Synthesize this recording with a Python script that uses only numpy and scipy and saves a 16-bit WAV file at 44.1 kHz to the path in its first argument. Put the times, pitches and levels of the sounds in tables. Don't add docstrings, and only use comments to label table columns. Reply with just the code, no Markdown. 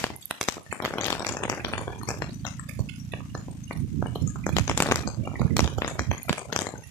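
import sys
import numpy as np
from scipy import signal
from scipy.fft import rfft, irfft
from scipy.io import wavfile
from scipy.ndimage import uniform_filter1d

SR = 44100
rng = np.random.default_rng(int(sys.argv[2]) if len(sys.argv) > 2 else 0)


def store_wav(level_fs):
    pcm = np.round(np.clip(np.atleast_2d(level_fs), -1, 1) * 32767)
    wavfile.write(sys.argv[1], SR, pcm.T.astype(np.int16))


N = 304686

# start in seconds, firing rate in Hz.
ENGINE_SPEED = [(1.6, 21), (2.15, 24.6), (2.58, 26.8), (2.8, 28), (3.16, 29.6), (3.31, 29.7), (3.45, 25.2),
                (3.75, 27.2), (4.01, 25), (4.41, 22.4), (4.75, 25.7), (5.01, 26.7), (5.38, 29.3),
                (5.87, 25.8), (6.27, 31), (6.66, 28), (6.91, 19.6)]
# frequency in Hz, level in dB.
EXHAUST_TONE = [(50, -1), (85, -1), (140, 3.5), (200, -1.5), (290, -4), (345, -33)]
# frequency in Hz, level in dB per Hz.
FIELD_LEFT_COLOUR = [(100, -2.5), (250, 3.5), (1000, 0), (2500, 1), (4500, -2.5), (6500, 2.5), (8000, -3.5),
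                     (11000, -15), (14000, -16.5), (15000, -27)]
# frequency in Hz, level in dB per Hz.
FIELD_RIGHT_COLOUR = [(100, 0.5), (250, -5), (1000, -6), (2500, 1.5), (4500, -7.5), (8000, -10),
                      (11000, -11.5), (14000, -15), (15000, -32)]
# start in seconds, level in dB.
STEADY_WIND = [(0.0, -38), (0.22, -45.5), (0.42, -60), (0.56, -43), (0.9, -43.5), (1.4, -35.5), (2.3, -37),
               (3.65, -37), (4.2, -32), (4.9, -28), (5.4, -28), (5.9, -34), (6.3, -40), (6.91, -41.5)]
# start in seconds, hold in seconds, level in dB.
GUST_EVENTS = [(1.28, 0.039, -33), (2.79, 0.017, -26), (3.752, 0.1, -27), (3.912, 0.14, -26.5),
               (4.209, 0.065, -24), (4.354, 0.035, -47), (4.509, 0.1, -27.5), (4.689, 0.018, -20),
               (5.047, 0.022, -23.5), (5.172, 0.039, -28), (5.397, 0.023, -21), (5.443, 0.011, -16),
               (5.496, 0.071, -21.5), (5.582, 0.067, -22), (5.769, 0.017, -26), (5.983, 0.041, -23.5),
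               (6.062, 0.059, -25.5), (6.301, 0.0057, -16)]
# frequency in Hz, level in dB per Hz.
BUFFET_COLOUR = [(30, -51), (60, 0), (120, 1), (200, -7), (300, -18.5), (380, -26.5)]
# frequency in Hz, level in dB per Hz.
RASP_COLOUR = [(130, -4), (230, 3.5), (600, -18)]
# frequency in Hz, level in dB, time to fade by 60 dB in seconds.
KNOCK_RINGS = [(391, -4, 0.013), (623, -5, 0.011), (931, -2.5, 0.008), (1405, -0.5, 0.008),
               (1994, 1.5, 0.008), (2554, 5, 0.008)]
# frequency in Hz, level in dB, time to fade by 60 dB in seconds.
TICK_RINGS = [(3327, -1, 0.0045), (4170, -1.5, 0.0045), (5248, -2, 0.0045), (6288, 1, 0.005),
              (7312, -1, 0.005)]
# frequency in Hz, level in dB, time to fade by 60 dB in seconds.
SPRAY_RINGS = [(9270, 0, 0.004), (11050, 0, 0.004), (12450, 0, 0.004)]
# start in seconds, knock level of the faintest in dB.
PATTER_STRENGTH = [(0.0, -44), (0.15, -49.5), (0.5, -53), (0.75, -46.5), (0.85, -36), (2.1, -39.5),
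                   (2.35, -48), (2.75, -53), (4.0, -49), (4.16, -48.5), (4.6, -59), (4.87, -34.5),
                   (5.08, -43.5), (5.5, -42), (5.77, -42), (6.4, -41.5), (6.56, -41.5), (6.91, -45)]
# start in seconds, spray level in dB, left minus right in dB.
SPLASH_EVENTS = [(0.163, -27.5, -18.5), (0.256, -18.5, -11), (0.31, -19, -14.5), (1.067, -20, 1.5),
                 (2.0327, -30.5, 14), (4.9583, -20, 2), (6.231, -20, -8.5), (6.285, -28, -5.5)]
# start in seconds, knock pitch in Hz, tick pitch in Hz, knock level in dB,
# tick level compared with the knock in dB, tick left minus right in dB.
BIG_DROPS = [(0.0411, 1072, 3440, -8.5, -9, 11), (0.103, 700, 3180, -25, -16, 9.5),
             (0.3101, 1530, 3920, -15, -6, 0), (0.412, 1270, 5030, -14, 5, -0.5),
             (0.486, 1184, 5050, -9, -2, 15), (0.569, 610, 6450, -25.5, -13, 5),
             (0.581, 790, 7230, -25, -15, 6), (0.664, 1820, 4400, -23.5, 2, 0),
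             (0.727, 1230, 8280, -17, -4, 14.5), (0.802, 800, 3530, -19, -45, 20),
             (0.823, 633, 3860, -24, 4.5, 2.5), (0.8503, 1400, 3480, -13.5, -3.5, -6.5),
             (0.858, 930, 3260, -17, -3, 9), (0.9381, 840, 5180, -20, 0, 6),
             (0.984, 995, 3930, -14.5, -4, 3), (1.012, 1110, 6180, -19.5, 2.5, 13.5),
             (1.035, 1270, 5900, -20.5, -7, 27), (1.044, 1460, 3600, -23, 6, 19),
             (1.054, 1320, 3860, -19, 2, 11), (1.059, 890, 3800, -31, 7, 8),
             (1.063, 1100, 3260, -23, 3.5, 23.5), (1.069, 1010, 3400, -31, -12, 16.5),
             (1.0832, 854, 3320, -17.5, -5, 23), (1.104, 1070, 3560, -14.5, 1.5, 7),
             (1.1241, 1070, 3470, -26, -2, 28), (1.1276, 1100, 3370, -13.5, -7.5, 17),
             (1.1958, 870, 5460, -24, -3, 29), (1.23, 680, 7000, -23.5, -15, -18),
             (1.248, 1400, 3440, -19, -8.5, -12), (1.2672, 1190, 6930, -19, -2.5, 29),
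             (1.291, 1110, 7030, -19, 0.5, 14), (1.32, 563, 5910, -25, -15, 7),
             (1.3695, 907, 6260, -19, -5.5, 21), (1.4359, 1120, 5600, -14.5, -6.5, 15),
             (1.453, 850, 3210, -18, -14.5, 17.5), (1.4983, 1250, 4860, -14, -4, 21),
             (1.5273, 970, 4000, -19.5, -43, 22), (1.648, 1650, 3370, -15, -5.5, 19),
             (1.736, 1480, 3230, -15.5, -22, 25), (1.7798, 1090, 5640, -18, -3, 9.5),
             (1.8794, 720, 5000, -18.5, -11, 17), (2.0332, 697, 4320, -24, 3, 8),
             (2.088, 846, 7140, -18.5, -2, 23.5), (2.1049, 844, 5300, -19, 2, 3.5),
             (2.2215, 1016, 4170, -15, -11.5, 27.5), (2.452, 1310, 5900, -20.5, 0.5, 12),
             (2.467, 1460, 5980, -22.5, -5, 29), (2.48, 1370, 5270, -25.5, -31, 25),
             (2.596, 1840, 5160, -23.5, -4.5, 25), (2.793, 690, 4450, -23, 2, 1),
             (3.137, 1074, 3733, -17, -14, -1.5), (3.206, 1270, 3210, -25.5, -36, -4),
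             (3.257, 2170, 5350, -26.5, -28, -6), (3.351, 850, 4180, -19.5, 1.5, 4),
             (3.484, 926, 7100, -25, -22, 2), (3.7104, 1160, 3110, -19.5, -7.5, 8.5),
             (4.0257, 660, 4330, -16.5, -15, -11), (4.06, 865, 3900, -19.5, -25, 5.5),
             (4.158, 460, 3090, -20, 0.5, 3.5), (4.2761, 1470, 6430, -24.5, 1, 23),
             (4.3585, 837, 7170, -23.5, -1, 8), (4.4662, 550, 6260, -13.5, -3, 6),
             (4.4919, 580, 4240, -18, -5.5, -3), (4.5666, 830, 3260, -11, 0.5, 14.5),
             (4.5848, 1030, 4900, -9.5, -8.5, 19.5), (4.6786, 1055, 4800, -18, 0, 14),
             (4.6966, 980, 5035, -11, -7.5, 13), (4.714, 870, 4750, -15.5, -14, 9),
             (4.776, 1030, 7170, -12.5, 5.5, 9.5), (4.803, 940, 4630, -5, -5, 7.5),
             (4.823, 1110, 5600, -9, 1.5, 8.5), (4.8301, 1110, 7040, -22, -8, 2),
             (4.868, 651, 4480, -25, 1, 19), (4.888, 637, 3900, -16.5, -6, 11.5),
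             (4.913, 980, 5050, -9, -13.5, 21), (4.9208, 790, 6340, -5.5, -8.5, 12),
             (4.9582, 1440, 5750, -15, 4, 13.5), (5.0755, 806, 6350, -19, -4, 21.5),
             (5.146, 1768, 3490, -26.5, 0, 16.5), (5.275, 823, 4280, -19, -8.5, 19.5),
             (5.3568, 1226, 5030, -23.5, -17, -6), (5.396, 480, 4560, -24.5, -1, -3.5),
             (5.417, 544, 7000, -18.5, -3, 8.5), (5.5672, 1250, 4250, -14.5, 7.5, 2),
             (5.5929, 1000, 4800, -6, -3, 10), (5.643, 890, 3640, -21, 1.5, 13),
             (5.6766, 1023, 4680, -18.5, -1.5, 5), (5.784, 492, 4570, -19, -5, -5),
             (5.82, 1070, 3055, -12, -26, 18), (5.8467, 800, 5060, -16, -6, 18),
             (5.8784, 1110, 6470, -17.5, 1.5, 9), (5.9936, 1240, 5750, -12.5, -2, 9.5),
             (6.1145, 903, 7200, -14.5, -7, 13.5), (6.2839, 1360, 3500, -20, -15, 16),
             (6.295, 1030, 3630, -9, -5.5, 10), (6.3286, 1670, 4600, -15, -2.5, -7),
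             (6.3814, 1020, 6600, -20.5, -0.5, 15), (6.5269, 1020, 4150, -16, -0.5, 12.5),
             (6.5624, 1220, 5060, -12, -0.5, 17), (6.59, 940, 6130, -17, 1, 16.5),
             (6.6191, 765, 5700, -19, -3, 22), (6.641, 706, 6060, -31.5, 2, 14.5),
             (6.669, 866, 5000, -18, -7, 22), (6.6897, 694, 5070, -22.5, 2.5, 10),
             (6.739, 520, 4475, -25, -18, 16), (6.758, 1540, 5400, -30, -16, 8)]

LEFT_PORT_TICK_DB = 16
SPRAY_DB = -15.5


def undb(db):
    return 10 ** (np.asarray(db) / 20)


def unit(x):
    return x / np.sqrt(np.mean(x ** 2))


def curves(table):
    s, *columns = np.transpose(table)
    return [np.interp(np.arange(N) / SR, s, column) for column in columns]


def noise(spectrum):
    hz, db = np.transpose(spectrum)
    f = np.maximum(np.fft.rfftfreq(N, 1 / SR), 1)
    gain = undb(np.interp(np.log(f), np.log(hz), db, -90, -90))
    return unit(irfft(rfft(rng.standard_normal(N)) * gain, N))


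def walk(rate):
    step = int(SR / rate)
    held = np.repeat(rng.standard_normal(N // step + 1), step)
    return unit(uniform_filter1d(uniform_filter1d(held, step), step)[:N])


def rings(modes, count, scatter_db, detune, favour_hz=None, slope_db=4.0, rise_s=1 / SR, size=384):
    hz, db, t60 = np.transpose(modes)[:, None, :, None]
    chance = rng.standard_normal((count, 2, len(modes), 1))
    if favour_hz is not None:
        nearest = np.abs(np.log(hz[..., 0] / favour_hz[:, None])).argmin(axis=1)
        chance[np.arange(count), :, nearest] = 0
        hz = hz * (favour_hz / hz[0, nearest, 0])[:, None, None]
        db = db - slope_db * np.log2(hz / favour_hz[:, None, None]) ** 2
    t = np.arange(size) / SR
    own_hz = hz * (1 + detune * chance[:, 0])
    turn = (2 * np.pi * own_hz).astype(np.float32) * t.astype(np.float32)
    fade = np.exp(-np.log(1000) * t / t60).astype(np.float32)
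    level = undb(db + scatter_db * chance[:, 1]).astype(np.float32)
    ring = -(level * fade * np.sin(turn)).sum(axis=1)
    ring = ring * (1 - np.exp(-t / rise_s))
    ring = ring / np.abs(ring).max(axis=1, keepdims=True)
    return np.pad(ring, ((0, 0), (0, 384 - size)))


def strike(s, knock_hz, tick_hz, knock_db, tick_db, spray_db, tick_pan_db):
    slap_db, slap_s = -4, 0.000082
    spread_s = 0.000091
    port_lag = 7.1
    out = np.zeros((2, N + 512))
    shared = rings(KNOCK_RINGS, len(s), 2.95, 0.1113, knock_hz)
    t = np.arange(shared.shape[1]) / SR
    slap = (1 - t / (2 * slap_s)) * np.exp(-t / (2 * slap_s)) * (t > 0)
    shared = shared - undb(slap_db) * slap
    knock_pan_db = 0.24 * tick_pan_db
    spray_pan_db = tick_pan_db - LEFT_PORT_TICK_DB
    for side, sign in enumerate((1, -1)):
        knock = 0.94 * shared + 1.25 * rings(KNOCK_RINGS, len(s), 1.73, 0.121, knock_hz)
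        tick = rings(TICK_RINGS, len(s), 3.56, 0.055, tick_hz, slope_db=12.5, rise_s=spread_s, size=160)
        spray = rings(SPRAY_RINGS, len(s), 7.4, 0.097, rise_s=spread_s, size=128)
        sound = undb(knock_db + sign * knock_pan_db / 2)[:, None] * knock
        sound = sound + undb(tick_db + sign * tick_pan_db / 2)[:, None] * tick
        sound = sound + undb(spray_db + sign * spray_pan_db / 2)[:, None] * spray
        start = s * SR + port_lag * (2 - sign * np.tanh(knock_pan_db / 3)) / 2
        np.add.at(out[side], start.astype(int)[:, None] + np.arange(sound.shape[1]), sound)
    return out[:, :N]


def engine():
    arrives_s, swell_s = 1.66, 0.66
    leaves_s, leave_db_per_s = 4.4, -5
    hz, = curves(ENGINE_SPEED)
    t = np.arange(N) / SR
    turn = 2 * np.pi * np.cumsum(hz * (1 + 0.0037 * walk(28))) / SR
    exhaust_hz, exhaust_db = np.transpose(EXHAUST_TONE)
    stack = np.zeros(N)
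    for k in range(2, 16):
        overtone_db = np.interp(np.log(k * hz), np.log(exhaust_hz), exhaust_db, -60, -60)
        stack += undb(overtone_db) * np.cos(k * turn - 0.2104 * k ** 2)
    db = -39 + leave_db_per_s * np.maximum(t - leaves_s, 0)
    swell = np.clip((t - arrives_s) / swell_s, 0, 1)
    return unit(stack) * undb(db + 0.38 * walk(22)) * swell


def field():
    field_db, pan_db = -36, 3
    colours = (FIELD_LEFT_COLOUR, FIELD_RIGHT_COLOUR)
    hiss = np.array([unit(noise(colour) * undb(2.863 * walk(330))) for colour in colours])
    return undb(field_db + np.array([[pan_db], [-pan_db]]) / 2) * hiss


def wind():
    rise_s, fall_s = 0.0089, 0.0091
    lee_db, rasp_db = -17.5, 11.5
    strength = undb(curves(STEADY_WIND)[0])
    for s, hold_s, db in GUST_EVENTS:
        since = np.arange(N) / SR - s
        rise = np.clip(since / rise_s, 0, 1)
        fall = np.exp(-np.maximum(since - hold_s, 0) / fall_s)
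        strength = strength + undb(db) * rise * fall
    left, right = (unit(noise(BUFFET_COLOUR) * undb(2.52 * walk(30))) for _ in range(2))
    right = right + undb(rasp_db) * strength * noise(RASP_COLOUR)
    return strength * np.array([undb(lee_db) * left, right])


def patter(count=2300):
    s = rng.random(count) * N / SR
    size = np.minimum(rng.exponential(size=count), 2.8)
    left, bright, spot, splash = rng.standard_normal((4, count))
    knock_hz = 850 * np.exp(0.168 * spot)
    tick_hz = 4500 * np.exp(0.37 * splash)
    knock_db = curves(PATTER_STRENGTH)[0][(s * SR).astype(int)] + 4.99 * size
    tick_db = knock_db - 11 + 3 * bright
    return strike(s, knock_hz, tick_hz, knock_db, tick_db, tick_db - 16, 11 + 9 * left)


def droplets(count=4):
    s, knock_hz, tick_hz, knock_db, tick_db, tick_pan_db = np.repeat(BIG_DROPS, count, axis=0).T
    late_s = 0.0022 + 0.012 * rng.exponential(size=len(s))
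    size, spot, left = rng.standard_normal((len(s), 3)).T
    db = knock_db - 19.5 + 3.42 * size
    return strike(s + late_s, knock_hz * np.exp(0.49 * spot), tick_hz, db, db + tick_db + 5.5,
                  db + tick_db + SPRAY_DB + 6, tick_pan_db + 5 * left)


def splashes():
    s, db, pan_db = np.transpose(SPLASH_EVENTS)
    knock_hz, tick_hz = np.full(len(s), 1260), np.full(len(s), 7500)
    knock_db, tick_db = db - 22.5, db - 38
    return strike(s, knock_hz, tick_hz, knock_db, tick_db, db, pan_db + LEFT_PORT_TICK_DB)


def big_drops():
    s, knock_hz, tick_hz, knock_db, tick_db, tick_pan_db = np.transpose(BIG_DROPS)
    tick_db = knock_db + tick_db
    return strike(s, knock_hz, tick_hz, knock_db, tick_db, tick_db + SPRAY_DB, tick_pan_db)


def scene():
    return engine() + field() + wind() + patter() + droplets() + splashes() + big_drops()


def suppress(x):
    above_db, knee_db = 13, 0.02
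    hold_frames, hold_db, release_db = 9.9, -0.6141, -0.7723
    learn_frames = 120
    f, _, spec = signal.stft(x, SR, nperseg=768, noverlap=512)
    power = uniform_filter1d(np.abs(spec) ** 2, 3, axis=1)
    level_db = 10 * np.log10(power + 1e-14)
    usual_db = np.percentile(level_db[..., :learn_frames], 25, axis=2, keepdims=True)
    rise_db = level_db - uniform_filter1d(usual_db, size=7, axis=1)
    shut_db = np.interp(f, [150, 450, 2000, 12000], [-10, -23, -23, -19])[:, None]
    gain_db = shut_db / (1 + np.exp(np.clip((rise_db - above_db) / knee_db, -30, 30)))
    gain_db[..., 0] = 0
    age = np.zeros(gain_db.shape[:2])
    for k in range(1, gain_db.shape[2]):
        kept_db = gain_db[..., k - 1] + hold_db + release_db * np.clip(age - hold_frames, 0, 1)
        age = np.where(gain_db[..., k] >= kept_db, 0, age + 1)
        gain_db[..., k] = np.maximum(gain_db[..., k], kept_db)
    return signal.istft(spec * undb(gain_db), SR, nperseg=768, noverlap=512)[1][:, :N]


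def record(dry):
    bass_cut = signal.butter(3, 62, "high", fs=SR, output="sos")
    top_cut = signal.ellip(8, .2, 80, 14400, fs=SR, output="sos")
    heard = suppress(signal.sosfilt(bass_cut, dry))
    rounded = .9 * np.tanh(heard / .9)
    return signal.sosfilt(top_cut, rounded)


dry = scene()
out = record(dry)
store_wav(out)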